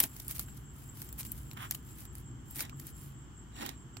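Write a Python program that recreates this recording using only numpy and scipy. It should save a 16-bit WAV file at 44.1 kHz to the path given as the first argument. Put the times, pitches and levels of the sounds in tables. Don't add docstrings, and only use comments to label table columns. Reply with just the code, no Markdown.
import sys
import numpy as np
from scipy import signal
from scipy.fft import rfft, irfft, next_fast_len
from scipy.io import wavfile
from scipy.ndimage import uniform_filter1d, map_coordinates

SR = 44100
rng = np.random.default_rng(int(sys.argv[2]) if len(sys.argv) > 2 else 0)


def wav_record(signal):
    frames = np.transpose(np.atleast_2d(signal))
    bounded = np.clip(frames, -1, 1)
    quanta = np.round(bounded * 32767).astype(np.int16)
    wavfile.write(sys.argv[1], SR, quanta)


N = 176400

# time_s, level_db
RUMBLE_SWELL = [(.2, -51), (.29, -48), (.85, -50), (1.3, -47), (1.8, -49), (2.799, -48), (3.22, -51),
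                (3.6, -50)]
# pitch_hz, level_db
HUM_TONES = [(58, -63), (138, -55)]
CHIRP_TIMES = [.105, .3, .49, .69, .9, 1.09, 1.29, 1.49, 1.7, 1.905, 2.085, 2.285, 2.52, 2.767, 2.97, 3.199,
               3.39, 3.58, 3.79, 3.971]
# start_s, level_db, tear_ms, body_over_treble_db
HUSK_SNAPS = [(.0003, -13.5, 4.6, -11.5), (0.0314, -22, 2.1, -33), (0.036, -23.5, 4.1, -8),
              (0.163, -41.5, 5.1, -7.5), (0.197, -38, 5.9, -7.5), (0.281, -24, 0.6, -34),
              (.311, -32, 1.8, -16), (.382, -35, 0.51, -11), (0.394, -23, 1.07, -10.5),
              (0.3997, -35, 1, -9), (0.971, -42.5, 1.4, -12), (1.017, -33, 2.7, -12.5),
              (1.09, -39, .9, -12.5), (1.126, -36.5, 3.1, -18), (1.206, -34, 2, -15),
              (1.23, -40.5, 1.4, -3), (1.25, -33, 1.1, -16), (1.3181, -25, 1.35, -38),
              (1.513, -42.5, 1.0, 0), (1.5326, -38.5, 0.55, -10), (1.7101, -20.5, 1.2, -9),
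              (1.719, -44, 4.8, 2.5), (1.7463, -33, 5.3, -8), (1.984, -42, 0.79, -13),
              (2.053, -39.5, 0.61, -7.5), (2.153, -39, 0.77, -8), (2.182, -39, .7, -21),
              (2.509, -38, 2, -26), (2.558, -31, 1.1, -16), (2.593, -34.5, 1.8, -4), (2.605, -31, 3, -2.5),
              (2.651, -50, 2.9, 0), (2.695, -46, 1.5, 3.5), (2.796, -40, 4.6, -11.5),
              (2.868, -34, 1.55, -29), (3.66, -38.5, 4.5, -2), (3.6908, -38.5, 1.65, 1.5),
              (3.968, -51, 2.6, 9)]
# peak_s, half_length_s, level_db
HUSK_RUBS = [(.018, 0.045, -40.5), (.2, 0.1, -55.5), (.31, 0.021, -42.5), (.36, 0.014, -43.5),
             (.41, 0.031, -48), (.573, 0.007, -51.5), (.53, 0.1, -62.5), (.82, 0.085, -60),
             (1.02, 0.074, -54), (1.202, 0.016, -40), (1.26, 0.015, -51.5), (1.377, 0.021, -55.5),
             (1.32, 0.2, -59), (1.64, 0.042, -56.5), (1.74, 0.051, -55.5), (1.9, 0.057, -59),
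             (2.005, 0.046, -54), (2.18, 0.043, -60.5), (2.52, 0.055, -60), (2.565, 0.012, -43),
             (2.605, 0.022, -38.5), (2.83, 0.057, -60.5), (2.878, 0.03, -52.5), (3.03, 0.078, -58)]
# time_s, left_over_right_db
HAND_PLACE = [(0, 0.5), (.39, 1), (1.02, 2), (1.32, 0.5), (2.9, 0.5), (3.6, -10.5)]
# peak_s, half_length_s, level_db, thud_over_scrape_db
POD_SCRAPES = [(.01, 0.0089, -40, -6), (0.041, 0.019, -48.5, 5), (2.616, 0.053, -50, -2),
               (3.623, 0.011, -40.5, -7), (3.641, 0.069, -46.5, 0)]
# pitch_hz, width_hz, level_db
POD_NOTES = [(840, 60, 6), (1490, 70, -7.5), (1900, 90, 2), (3850, 160, -1.5)]
# peak_s, half_length_s, level_db
TIP_RASPS = [(.487, .004, -52), (1.574, 0.0064, -43), (1.615, 0.034, -46), (1.645, 0.027, -45.5)]
# start_s, pitch_hz, level_db
TWIG_TAPS = [(2.728, 1130, -35.5), (3.621, 3900, -36.5), (3.628, 1950, -37), (3.676, 3600, -43)]

# frequency_hz, level_db
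RUMBLE_COLOUR = [(20, -28.5), (40, -13), (57, 2), (75, -7.5), (120, -1.5), (165, -11), (240, -12),
                 (340, -16.5), (450, -28), (1500, -80.5)]
AIR_COLOUR = [(100, 6.5), (550, -5), (850, 0.5), (1350, 1), (2000, -6), (2550, -12.5), (3100, -2.5),
              (3800, -17.5), (5000, -17.5), (6800, -11), (9000, -21.5), (16000, -23)]
BUZZ_COLOUR = [(6000, -55), (6900, -21), (7300, -4), (7620, 1.5), (7800, -11.5), (8200, -20), (9000, -38.5)]
CRISP_COLOUR = [(500, -28.5), (2000, -23), (4000, -15.5), (6500, -15), (8500, -2), (12000, 3), (16000, 3.5)]
WOODY_COLOUR = [(150, -5.5), (400, -9), (800, -1), (1400, -2), (2300, 1.5), (3500, 0), (5000, 0.5),
                (8000, 2), (11000, -27.5)]
ZING_COLOUR = [(7000, -24.5), (9600, -37), (11000, 1), (12750, 7.5), (14300, 5.5), (16000, -48)]
LITTER_COLOUR = [(300, -14.5), (1100, 0), (1900, -3), (2600, 1), (3800, -3.5), (5000, -7), (15000, -11)]
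THUD_COLOUR = [(90, -28.5), (250, 5), (400, -8.5), (520, -15.5), (800, -7.5), (3000, -47)]
RASP_COLOUR = [(500, -12.5), (1100, 5.5), (1500, 5.5), (2200, -2), (3100, 0.5), (4500, -14.5), (16000, -13)]

FADE_S = 0.00091
JUDDER_HZ = 266
POD_WIDTH = 0.5


def amp(db):
    return 10 ** (np.asarray(db) / 20)


def unit(x):
    return x / np.sqrt(np.mean(x ** 2) + 1e-20)


def colour_gain(colour, hz):
    points_hz, level_db = np.transpose(colour)
    return amp(np.interp(np.log(hz + 1), np.log(points_hz + 1), level_db))


def wobble(rate, size=N):
    values = rng.standard_normal(int(size * rate / SR) + 4)
    return map_coordinates(values, [np.arange(size) * rate / SR])


def filtered(x, response):
    size = next_fast_len(N + SR // 4)
    return irfft(rfft(x, size) * response(np.fft.rfftfreq(size, 1 / SR)), size)[..., :N]


def coloured(x, colour):
    return unit(filtered(x, lambda hz: colour_gain(colour, hz)))


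def white_noise(width, size=N):
    middle, side = rng.standard_normal((2, size))
    return np.array([middle + width * side, middle - width * side]) / np.hypot(1, width)


def noise(colour, width):
    return coloured(white_noise(width), colour)


def swells(rows):
    t = np.arange(N) / SR
    power = sum(amp(db) ** 2 * np.exp(-np.minimum(2 * ((t - peak_s) / half_s) ** 2, 60))
                for peak_s, half_s, db in rows)
    return np.sqrt(power)


def causal(gain):
    cepstrum = irfft(np.log(np.maximum(gain, 1e-6)))
    half = cepstrum.shape[-1] // 2
    cepstrum[..., 1:half] *= 2
    cepstrum[..., half + 1:] = 0
    return np.exp(rfft(cepstrum))


def panned(pair, db):
    return pair * amp(db * np.array([[1], [-1]]) / 2)


def rumble_and_air(air_db=-60.5):
    level_db = np.interp(np.arange(N) / SR, *np.transpose(RUMBLE_SWELL))
    hum = np.zeros(N)
    for hz, db in HUM_TONES:
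        loudness = amp(db + level_db - level_db.mean() + 2.7 * wobble(rate=6.9))
        hum += loudness * np.sin(2 * np.pi * np.cumsum(hz + 2 * wobble(rate=12)) / SR)
    rumble = amp(level_db) * noise(RUMBLE_COLOUR, width=0.27)
    return rumble + hum + amp(air_db) * noise(AIR_COLOUR, width=1)


def insect(pitch_hz=7640, chirp_db=-62.5, chorus_db=-67):
    pulses = swells([(peak_s, 0.044, chirp_db) for peak_s in CHIRP_TIMES])
    flutter = amp(2.9 * wobble(rate=130))
    tone = unit(np.sin(2 * np.pi * np.cumsum(pitch_hz + 14 * wobble(rate=130)) / SR))
    buzz = noise(BUZZ_COLOUR, width=0.49)
    return pulses * flutter * (tone + buzz) + amp(chorus_db) * noise(BUZZ_COLOUR, width=0.94)


def husk_snaps(tail_s=0.0077, tail_db=-12, ring_db=3, size=4096):
    out, t, hz = np.zeros((2, N + size)), np.arange(size) / SR, np.fft.rfftfreq(size, 1 / SR)
    crisp, woody, zing = (unit(colour_gain(c, hz)) for c in (CRISP_COLOUR, WOODY_COLOUR, ZING_COLOUR))
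    for start_s, db, tear_ms, body_db in HUSK_SNAPS:
        tear_s = tear_ms / 1000
        rise, after_s = np.minimum(2 * t / tear_s, 1), np.maximum(t - tear_s, 0)
        shape = rise * np.exp(-after_s / FADE_S)
        tear = unit(white_noise(POD_WIDTH, size) * shape) * np.sqrt(np.mean(shape ** 2))
        scatter = rng.standard_normal((2, size)) * rise * amp(tail_db) * np.exp(-after_s / tail_s)
        treble = unit(np.hypot(crisp, amp(31.5 + 3 * db) * zing))
        ring = unit(amp(ring_db * wobble(rate=1100, size=len(hz))))
        colour = causal(np.hypot(treble, amp(body_db) * woody) * ring)
        lag_s = 0.00011 * rng.standard_normal()
        delay = np.exp(-1j * np.pi * hz * lag_s * np.array([[1], [-1]]))
        snap = irfft(rfft(tear + scatter) * colour * delay) * (t < t[-1] / 2)
        start = round(start_s * SR)
        out[:, start:start + size] += amp(db) * snap
    return out[:, :N]


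def fibre_ticks(per_second=900, pitch_hz=12320, fade_cycles=1.4, size=96):
    count, t = int(per_second * N / SR), np.arange(size) / SR
    starts = rng.integers(0, N, (count, 1))
    detune, *phases = np.clip(rng.standard_normal((3, count, 1)), -2, 2)
    strength_db = 3.1 * np.minimum(rng.exponential(size=(count, 1)), 4.5)
    hz = pitch_hz * 2 ** (0.23 * detune)
    shape = amp(strength_db) * np.exp(-t * hz / fade_cycles) * (1 - np.exp(-t * hz))
    sides = [shape * np.sin(2 * np.pi * hz * t + phase) for phase in phases]
    where = (starts + np.arange(size)).ravel()
    return unit(np.array([np.bincount(where, side.ravel(), N + size)[:N] for side in sides]))


def wandering_contact(pair, depth_db=2.2):
    bands = signal.stft(pair, nperseg=256)[2]
    patches = uniform_filter1d(rng.standard_normal(bands.shape[1:]), 3, axis=0)
    patches = uniform_filter1d(patches, 6, axis=1)
    return unit(signal.istft(bands * amp(depth_db * unit(patches)), nperseg=256)[1][:, :N])


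def friction(width, slips_per_s=700, scatter_db=5.5, hiss_share=0.6):
    slipping = rng.random(N) < slips_per_s / SR
    slips = slipping * amp(scatter_db * np.clip(rng.standard_normal(N), -2, 2))
    power = signal.lfilter([1], [1, -np.exp(-2 / (FADE_S * SR))], slips ** 2)
    return white_noise(width) * np.sqrt(hiss_share + (1 - hiss_share) * power / power.mean())


def husk_rubs(hiss_db=-1, body_db=-6, flutter_db=1.4):
    crackle = fibre_ticks() + amp(hiss_db) * wandering_contact(noise(CRISP_COLOUR, width=1))
    grip = unit(amp(flutter_db * wobble(rate=160)))
    body = amp(body_db) * coloured(friction(width=0.93), WOODY_COLOUR)
    return swells(HUSK_RUBS) * grip * (crackle + body)


def hollow_pod(hz):
    return sum(amp(db) * 1j * hz * width_hz / (pitch_hz ** 2 - hz ** 2 + 1j * hz * width_hz)
               for pitch_hz, width_hz, db in POD_NOTES)


def pod_scrapes(ring_db=-8):
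    slips = wandering_contact(friction(POD_WIDTH))
    ring = amp(ring_db) * unit(filtered(slips, hollow_pod))
    crunch = swells([row[:3] for row in POD_SCRAPES]) * (coloured(slips, LITTER_COLOUR) + ring)
    thuds = swells([(peak_s, half_s, db + thud_db) for peak_s, half_s, db, thud_db in POD_SCRAPES])
    return crunch + thuds * noise(THUD_COLOUR, POD_WIDTH)


def tip_rasps():
    slip_hz = JUDDER_HZ * np.exp(0.3 * wobble(JUDDER_HZ))
    cycle = np.cumsum(slip_hz / SR) % 1
    slips = np.exp(-2 * cycle) * white_noise(POD_WIDTH)
    return swells(TIP_RASPS) * coloured(slips, RASP_COLOUR)


def twig_taps(ring_s=0.018):
    out, t = np.zeros(N + SR), np.arange(SR // 10) / SR
    rise = 1 - np.exp(-t / FADE_S)
    for start_s, hz, db in TWIG_TAPS:
        tap = rise * amp(db - 60 * t / ring_s) * np.sin(2 * np.pi * hz * t)
        out[round(start_s * SR):][:len(t)] += tap
    return out[:N]


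def pod_squeak(peak_s=3.595, half_length_s=0.021, level_db=-55.5, pitch_hz=1840):
    tone = np.sin(2 * np.pi * np.cumsum(pitch_hz + 45 * wobble(JUDDER_HZ)) / SR)
    roughness = amp(2 * wobble(JUDDER_HZ))
    return swells([(peak_s, half_length_s, level_db)]) * unit(tone * roughness)


def scene(move_s=0.49, lag_s=0.00054):
    t = np.arange(N) / SR
    hand = panned(husk_snaps() + husk_rubs(), np.interp(t, *np.transpose(HAND_PLACE)))
    left, right = pod_scrapes() + tip_rasps() + twig_taps() + pod_squeak()
    left_delay_s = lag_s * np.minimum(t / move_s, 1)
    left = map_coordinates(left, [np.arange(N) - left_delay_s * SR])
    litter = panned(np.array([left, right]), db=-2.5)
    return hand + litter + insect() + rumble_and_air()


def record(dry, top_hz=15880):
    return filtered(dry, lambda hz: 1 / np.sqrt(1 + (hz / top_hz) ** 400))


dry = scene()
out = record(dry)
wav_record(out)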